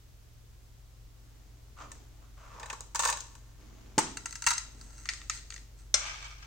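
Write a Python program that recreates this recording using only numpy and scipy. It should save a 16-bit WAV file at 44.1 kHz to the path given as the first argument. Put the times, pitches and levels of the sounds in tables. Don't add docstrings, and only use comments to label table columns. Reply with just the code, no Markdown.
import sys
import numpy as np
from scipy import signal
from scipy.io import wavfile
from scipy.ndimage import uniform_filter1d

SR = 44100
rng = np.random.default_rng(int(sys.argv[2]) if len(sys.argv) > 2 else 0)


def put_to_file(sound):
    columns = np.atleast_2d(sound).T
    safe = np.clip(columns, -1, 1)
    whole_steps = np.round(safe * 32767)
    wavfile.write(sys.argv[1], SR, whole_steps.astype(np.int16))


N = 284886
TIME = np.arange(N) / SR

# f/Hz, level/dB
HUM_TONES = [(49.1, -54.5), (72.0, -61.5), (113.7, -61.5)]
# t/s, level/dB
LOW_HUM_SWELL = [(.5, -4.5), (.8, 0), (4.3, 0), (4.8, 3.5)]
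# f/Hz, level/dB
RUMBLE_COLOUR = [(20, -5), (45, 4.5), (90, -11.5), (125, -5), (170, -16), (300, -18.5), (500, -24),
                 (900, -38.5), (2000, -34)]
# f/Hz, level/dB
HISS_COLOUR = [(40, 25.5), (100, 22), (200, 9), (500, 7.5), (1000, 5), (2500, 0.5), (6300, 1.5),
               (8000, -1.5), (10000, -29), (12000, -28), (15500, -9)]

# f/Hz, level/dB
RUSTLE_COLOUR = [(60, -15.5), (150, -2), (280, 0), (500, -10), (1200, -15.5), (3000, -21), (7000, -30),
                 (10000, -72)]
# start t/s, swell t/s, fall t/s, peak level/dB
RUSTLE_SWELLS = [(1.8, 0.1, 0.44, -57), (2.5, 0.1, 0.24, -62.5), (3.58, .35, 0.92, -57.5),
                 (4.62, 0.16, 1, -59.5)]

# f/Hz, width/Hz, level/dB
SLIDING_TIN_MODES = [(537, 99, -2), (924, 134, 1), (1100, 123, 4.5), (1314, 180, -0.5), (1700, 480, -9.5),
                     (2500, 770, -11.5), (3340, 1340, -17), (5700, 1900, -22)]
# start t/s, swell t/s, fall t/s, peak level/dB
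DRAGS = [(1.763, 0.059, 0.071, -42), (2.213, 0.014, 0.073, -57.5), (2.368, 0.27, .14, -45.5)]
# t/s, level/dB
BUMPS = [(1.909, -50), (2.699, -35.5), (2.729, -37), (2.807, -37.5)]
# t/s, pitch factor
TIPPING_PITCH = [(0, 0.99), (2.38, 1.14), (2.62, .94), (2.9, 0.91)]

# f/Hz, level/dB
CLICK_COLOUR = [(100, -21.5), (350, -29), (650, -36), (1000, -11), (3000, -19.5), (6000, -13.5),
                (8500, -18), (12000, -19), (15500, -2)]
# f/Hz, width/Hz, level/dB
SHUT_TIN_MODES = [(486, 28, -5.5), (587, 45, -6), (937, 65, 6.5), (1119, 66, 5.5), (1400, 38, -1),
                  (1534, 50.6, -2), (1767, 63, 0), (2630, 240, -7), (3670, 95, -11), (3920, 87, -7),
                  (4820, 63, -13), (6330, 75, -7.5), (6710, 91, -15), (8030, 210, -11)]
# t/s, treble level/dB, body level/dB
SHUT_KNOCKS = [(1.917, -31.5, -47.5), (2.598, -36, -41.5), (2.6304, -37, -37.5), (2.659, -33, -41.5),
               (2.7004, -27.5, -34), (2.7294, -30, -35), (2.807, -26.5, -76), (2.9477, -24.5, -28),
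               (2.9568, -16.5, -33.5), (2.9928, -14.5, -25.5), (3.0024, -17, -34.5), (3.0228, -21, -32),
               (3.034, -24, -24.5), (3.051, -14.5, -25), (3.0744, -16.5, -30), (3.0885, -25, -23.5),
               (3.1003, -16.5, -38), (3.1257, -22.5, -29.5), (3.1708, -24.5, -41), (3.2056, -26, -56),
               (3.3519, -37.5, -49.5)]
# start t/s, swell t/s, fall t/s, peak level/dB
SHUFFLES = [(3.025, 0.059, 0.049, -24.5), (3.2, .04, 0.46, -55.5)]

# f/Hz, level/dB
POP_COLOUR = [(40, -30), (90, -18), (145, 1), (200, 0), (270, 3), (370, 0), (470, -4), (620, -13),
              (900, -16.5), (2000, -49)]
# f/Hz, width/Hz, level/dB
RIM_MODES = [(435, 174, 9), (726, 31, -12.5), (888, 48, 16.5), (1230, 150, 7.5), (1290, 160, 0),
             (1870, 240, 1), (2950, 350, -21), (4100, 93, -9), (6000, 140, -24), (8200, 350, 3.5)]
# t/s, treble level/dB, body level/dB
RIM_KNOCKS = [(3.9808, -14.5, -19), (3.987, -10.5, -24.5), (3.9925, -19, -30)]
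# f/Hz, width/Hz, level/dB
OPEN_TIN_MODES = [(950, 36, -2), (1350, 80, 2), (1650, 130, -6.5), (1960, 120, -2), (2740, 82, -6.5),
                  (3910, 130, -7), (4580, 190, -9.5), (5000, 91, -9.5), (5200, 64, -18), (5430, 90, -8),
                  (6320, 100, -4), (7250, 120, -13), (8050, 174, -8.5), (8980, 130, -10)]
# t/s, treble level/dB, body level/dB
OPEN_KNOCKS = [(4.1705, -26.5, -33.5), (4.2572, -24.5, -33.5), (4.309, -34, -60), (4.3261, -30.5, -43),
               (4.355, -26, -40), (4.4217, -23.5, -37), (4.4405, -28, -38.5), (4.4652, -15, -21.5),
               (4.470, -13, -18), (4.485, -17, -38), (4.5055, -16, -27), (4.512, -24, -25),
               (4.5354, -22.5, -37.5), (4.5797, -23, -37), (4.812, -35, -53)]
# start t/s, swell t/s, fall t/s, peak level/dB
RUBS = [(4.26, .17, .08, -57), (4.466, 0.022, 0.078, -29), (4.7, 0.3, .45, -50), (5.1, 0.14, 0.093, -55),
        (5.31, 0.037, 0.094, -41.5), (5.505, 0.042, .05, -46), (5.76, 0.037, .12, -58)]

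# f/Hz, width/Hz, level/dB
LID_MODES = [(1260, 150, 3.5), (1920, 220, 11), (2366, 46, 5), (2640, 160, 1), (3650, 350, -2.5),
             (4240, 170, 2), (4670, 190, 0), (5200, 180, 0), (6500, 460, -5), (8220, 46, -3.5)]
# t/s, treble level/dB, body level/dB
LID_KNOCKS = [(5.0558, -32.5, -37.5), (5.0888, -21.5, -23.5), (5.0978, -30, -33), (5.135, -30, -40),
              (5.2155, -39, -43), (5.2969, -19.5, -27), (5.3743, -34, -54), (5.5038, -32, -44),
              (5.523, -38, -42), (5.5408, -40, -45), (5.562, -35, -43), (5.5787, -42, -48)]
# f/Hz, width/Hz, level/dB
LID_ON_DESK_MODES = [(592, 54, -12), (1400, 110, -8.5), (2104, 83, -6), (2860, 94, -14), (3515, 100, -6),
                     (4130, 75, -6.5), (4580, 24, -6), (5143, 33, -2), (5750, 93, -1), (6170, 85, -4),
                     (6500, 55, -12), (7040, 200, -10), (8190, 47, -6), (8640, 62, -16.5)]
# t/s, treble level/dB, body level/dB
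DESK_KNOCKS = [(5.9415, -16, -21.5)]
# start t/s, swell t/s, fall t/s, peak level/dB
SKIDS = [(5.94, 0.0041, 0.053, -30), (5.96, 0.11, 0.3, -37.5), (6.21, 0.053, 0.12, -45),
         (6.39, .05, .15, -52)]
# f/Hz, level/dB
SKID_COLOUR = [(180, -22), (330, -23), (480, -13), (600, -7), (900, -2.5), (1250, -1), (1880, -4.5),
               (2350, 0.5), (4200, -8), (5730, -19), (8000, -22.5), (10000, -30)]
# f/Hz, width/Hz, level/dB
SLIDING_LID_MODES = [(1223, 60, 5.5), (1610, 49, 5), (2275, 83, 5), (2390, 67, -2), (3085, 35, 1),
                     (3520, 45, -1), (4480, 89, -3.5), (5250, 74, -3), (5770, 89, -4.5), (6450, 110, -10)]

# f/Hz, t/s
ROOM_T60 = [(150, 0.64), (500, 0.58), (1500, 0.36), (4000, 0.5), (7000, 0.43), (10000, 0.28), (15000, 0.17)]
# f/Hz, level/dB
LEFT_PORT = [(100, -5.5), (4000, -1), (5600, 4), (6450, 9), (7400, 10), (8400, -7), (9300, -18),
             (10200, -12), (12000, -19), (15500, -24)]
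# f/Hz, level/dB
RIGHT_PORT = [(100, -4.5), (4000, -2), (5600, 0), (6450, 2), (7400, 7), (8300, 11), (9300, 1.5),
              (10200, -48), (12000, -12), (15500, -22.5)]

EDGE_HZ = 16000
HANDS_FROM_S, HANDS_TO_S, HANDS_DB = 1.16, 6.2, -66
BUMP_DECAY_S = 0.0058
FIRM_DB, CHATTER_DOUBLES_DB = -29, 19
BITE_S, FALL_DB = 0.008, 20


def gain_of(db):
    return 10 ** (np.asarray(db) / 20)


def evened(x):
    return x / np.sqrt(np.mean(x ** 2) + 1e-20)


def read(points, hz):
    f, value = np.transpose(points)
    return np.interp(np.log(hz + 1), np.log(f + 1), value)


def add(mix, s, sound):
    part = mix[:, round(s * SR):][:, :sound.shape[1]]
    part += sound[:, :part.shape[1]]


def band(x, hz, kind, order=2):
    return signal.sosfilt(signal.butter(order, hz, kind, fs=SR, output="sos"), x)


def causal(points, size=4096):
    hz = abs(np.fft.fftfreq(size, 1 / SR))
    log_gain = np.log(gain_of(read(points, hz)))
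    spectrum = np.exp(np.conj(signal.hilbert(log_gain)))
    return np.fft.ifft(spectrum).real[:size // 2]


def through(x, response):
    return signal.fftconvolve(np.atleast_2d(x), np.atleast_2d(response), axes=1)[:, :x.shape[-1]]


def pair(size, apart, shared_hz=700):
    middle, other = rng.standard_normal((2, size))
    side = apart * band(other, shared_hz, "high", order=1)
    return np.array([middle + side, middle - side]) / np.hypot(1, apart)


def body(modes, click_db, spread_db=0, size=4096):
    t = np.arange(size) / SR
    hz, width, db = np.transpose(modes)[:, :, None]
    sign = (-1) ** np.arange(len(hz))[:, None]
    strength = sign * gain_of(db + spread_db * rng.standard_normal(db.shape))
    onset = strength * 2 * np.pi * width / SR
    ring = (onset * np.exp(-np.pi * width * t) * np.cos(2 * np.pi * hz * t)).sum(0)
    click = np.pad(causal(CLICK_COLOUR), (0, size // 2))
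    return ring + gain_of(click_db) * click


def all_round(modes, click_db, size=400):
    f = np.geomspace(50, 16000, size)
    hz, width, db = np.transpose(modes)[:, :, None]
    detuning = (f - hz ** 2 / f) / width
    ring_power = (gain_of(db) ** 2 / (1 + detuning ** 2)).sum(0)
    click_power = gain_of(click_db + read(CLICK_COLOUR, f)) ** 2
    return causal(np.transpose([f, 10 * np.log10(ring_power + click_power)]))


def stroke(start, swell_s, fall_s, peak_db, depth_db):
    t, swell_s = np.maximum(TIME - start, 0), max(swell_s, 1e-3)
    rise = depth_db * (t / swell_s - 1)
    fall = FALL_DB * (swell_s - t) / max(fall_s, 1e-3)
    bite = np.minimum(t / min(BITE_S, swell_s), 1)
    return bite * gain_of(peak_db + np.maximum(np.minimum(rise, fall), -200))


def strokes(rows, depth_db):
    return np.sqrt(sum(stroke(*row, depth_db) ** 2 for row in rows))


def friction(gain, response, slips_per_s, spread_db, apart, catch_db, catch_hz=45):
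    strength = gain_of(spread_db * np.minimum(rng.exponential(1, N), 4))
    slips = (rng.random(N) < slips_per_s / SR) * strength
    catching = evened(band(rng.standard_normal(N), catch_hz, "low"))
    clumps = gain_of(catch_db * np.tanh(catching))
    return gain * evened(through(slips * clumps * pair(N, apart), response))


def at_peak(x, db, size=128):
    return x * gain_of(db) / np.sqrt(uniform_filter1d(x.mean(0) ** 2, size).max())


def knocks(rows, modes, click_db, spread_db, chatter, chatter_s, apart, lead_s,
           room_click_db, split_hz=3200, size=4096):
    direct, sent, t = np.zeros((2, N)), np.zeros((2, N)), np.arange(size) / SR
    halves = [signal.butter(4, split_hz, kind, fs=SR, output="sos") for kind in ("low", "high")]
    radiated = all_round(modes, click_db + room_click_db)
    for s, treble_db, body_db in rows:
        decay = chatter_s * 2 ** ((body_db - FIRM_DB) / CHATTER_DOUBLES_DB)
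        force = chatter * pair(size, apart) * np.exp(-t / max(decay, 1e-4))
        force[:, 0] += 1
        ring = through(force, body(modes, click_db, spread_db))
        for half, db in zip(halves, (body_db, treble_db)):
            near = at_peak(signal.sosfilt(half, ring), db)
            far = signal.sosfilt(half, [radiated, radiated])
            add(direct, s, near)
            add(sent, s, far * np.linalg.norm(near) / np.linalg.norm(far))
    direct[1] = np.interp(TIME - lead_s, TIME, direct[1])
    return np.array([direct, sent])


def background(rumble_db, hiss_db, waver):
    hum = 0
    low_swell = gain_of(np.interp(TIME, *np.transpose(LOW_HUM_SWELL)))
    for (hz, db), swell in zip(HUM_TONES, (low_swell, 1, 1)):
        drift = 1 + waver * evened(band(rng.standard_normal(N), 6.9, "low"))
        tone = np.sqrt(2) * np.sin(2 * np.pi * (hz * TIME + rng.random()))
        hum = hum + gain_of(db) * swell * drift * tone
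    rumble = gain_of(rumble_db) * evened(through(rng.standard_normal(N), causal(RUMBLE_COLOUR)))
    hiss = gain_of(hiss_db) * evened(through(rng.standard_normal((2, N)), causal(HISS_COLOUR)))
    return hum * gain_of([[.5], [-.5]]) + rumble + hiss


def hands_and_desk():
    busy = uniform_filter1d(1. * (TIME > HANDS_FROM_S) * (TIME < HANDS_TO_S), size=8000)
    pressure = np.hypot(gain_of(HANDS_DB) * busy, strokes(RUSTLE_SWELLS, depth_db=1))
    return friction(pressure, causal(RUSTLE_COLOUR), slips_per_s=2400, spread_db=2.0, apart=0.67, catch_db=0.0)


def dragging():
    scrape = friction(1, body(SLIDING_TIN_MODES, click_db=-22), slips_per_s=2500, spread_db=1.0,
                      apart=0.54, catch_db=0.5)
    place = np.cumsum(np.interp(TIME, *np.transpose(TIPPING_PITCH))) / SR
    pitched = np.array([np.interp(place, TIME, side) for side in scrape])
    bumps = sum(gain_of(db) * (TIME > s) * np.exp(-abs(TIME - s) / BUMP_DECAY_S) for s, db in BUMPS)
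    pressure = strokes(DRAGS, depth_db=10.5) + bumps
    return gain_of(-1) * pressure * pitched


def rattle():
    return gain_of(-1.5) * knocks(SHUT_KNOCKS, SHUT_TIN_MODES, click_db=-1.0, spread_db=2.5, chatter=0.3,
                                  chatter_s=0.0053, apart=0.8, lead_s=0, room_click_db=5.0)


def shuffling():
    return friction(strokes(SHUFFLES, depth_db=9), body(SHUT_TIN_MODES, click_db=-1.5), slips_per_s=390,
                    spread_db=0.0, apart=0.26, catch_db=0.0)


def pop(s, peak_db):
    out, swing = np.zeros((2, N)), causal(POP_COLOUR)
    add(out, s, gain_of(peak_db) * np.array([swing, swing]) / abs(swing).max())
    return out


def rim_snap():
    return gain_of(-1.0) * knocks(RIM_KNOCKS, RIM_MODES, click_db=10.5, spread_db=2.5, chatter=0.89,
                                  chatter_s=0.0033, apart=0.65, lead_s=0, room_click_db=7.5)


def opening():
    return gain_of(-1.5) * knocks(OPEN_KNOCKS, OPEN_TIN_MODES, click_db=-2, spread_db=3.5, chatter=0.38,
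                                  chatter_s=0.0039, apart=0.39, lead_s=0, room_click_db=1.0)


def rim_scrape():
    return friction(strokes(RUBS, depth_db=9), body(OPEN_TIN_MODES, click_db=0), slips_per_s=1500,
                    spread_db=2.5, apart=.5, catch_db=2.5)


def lid_clinks():
    return gain_of(-3.5) * knocks(LID_KNOCKS, LID_MODES, click_db=0.5, spread_db=4.0, chatter=1.0,
                                  chatter_s=.003, apart=0.4, lead_s=.00002, room_click_db=-0.5)


def lid_clack():
    return gain_of(1.0) * knocks(DESK_KNOCKS, LID_ON_DESK_MODES, click_db=-17, spread_db=1.5, chatter=0.084,
                                 chatter_s=0.0021, apart=0.38, lead_s=0.00019, room_click_db=9)


def lid_skid():
    slide = strokes(SKIDS, depth_db=3.5)
    scrape = friction(slide * gain_of(-4.0), causal(SKID_COLOUR), slips_per_s=2200, spread_db=-0.5,
                      apart=1.0, catch_db=0.0)
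    ring = friction(slide * gain_of(-3), body(SLIDING_LID_MODES, click_db=-21), slips_per_s=460, spread_db=1,
                    apart=1.0, catch_db=-1.5)
    return scrape + ring


def room(x, wet_db, early_db, treble_db, count=8):
    hz, t, z = signal.stft(pair(SR, apart=0.93, shared_hz=614), SR, nperseg=256)
    fade = gain_of(-60 * t / read(ROOM_T60, hz)[:, None])
    build_up = np.minimum(t / 0.014, 1)
    tilt = gain_of(read([(3000, 0.031), (8000, treble_db)], hz))[:, None]
    tail = signal.istft(z * fade * build_up * tilt, SR, nperseg=256)[1]
    tail *= gain_of(wet_db) / np.linalg.norm(tail[0])
    echo_at = (rng.uniform(.002, .014, count) * SR).astype(int)
    tail[:, echo_at] += gain_of(early_db) * rng.choice([-1, 1], count)
    return through(x, tail)


def scene():
    contacts = rattle() + rim_snap() + opening() + lid_clinks() + lid_clack()
    rubbing = hands_and_desk() + dragging() + shuffling() + rim_scrape() + lid_skid()
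    direct, sent = contacts + rubbing + pop(s=3.9792, peak_db=-13.0)
    left, right = direct + room(sent, wet_db=-8.5, early_db=-19.5, treble_db=0.0)
    ports = np.vstack([through(left, causal(LEFT_PORT)), through(right, causal(RIGHT_PORT))])
    return ports + background(rumble_db=-61, hiss_db=-61, waver=0.068)


def record(dry):
    low_pass = signal.firwin(511, EDGE_HZ, window=("kaiser", 9), fs=SR)
    return signal.oaconvolve(dry, low_pass[None], "same")


dry = scene()
out = record(dry)
put_to_file(out)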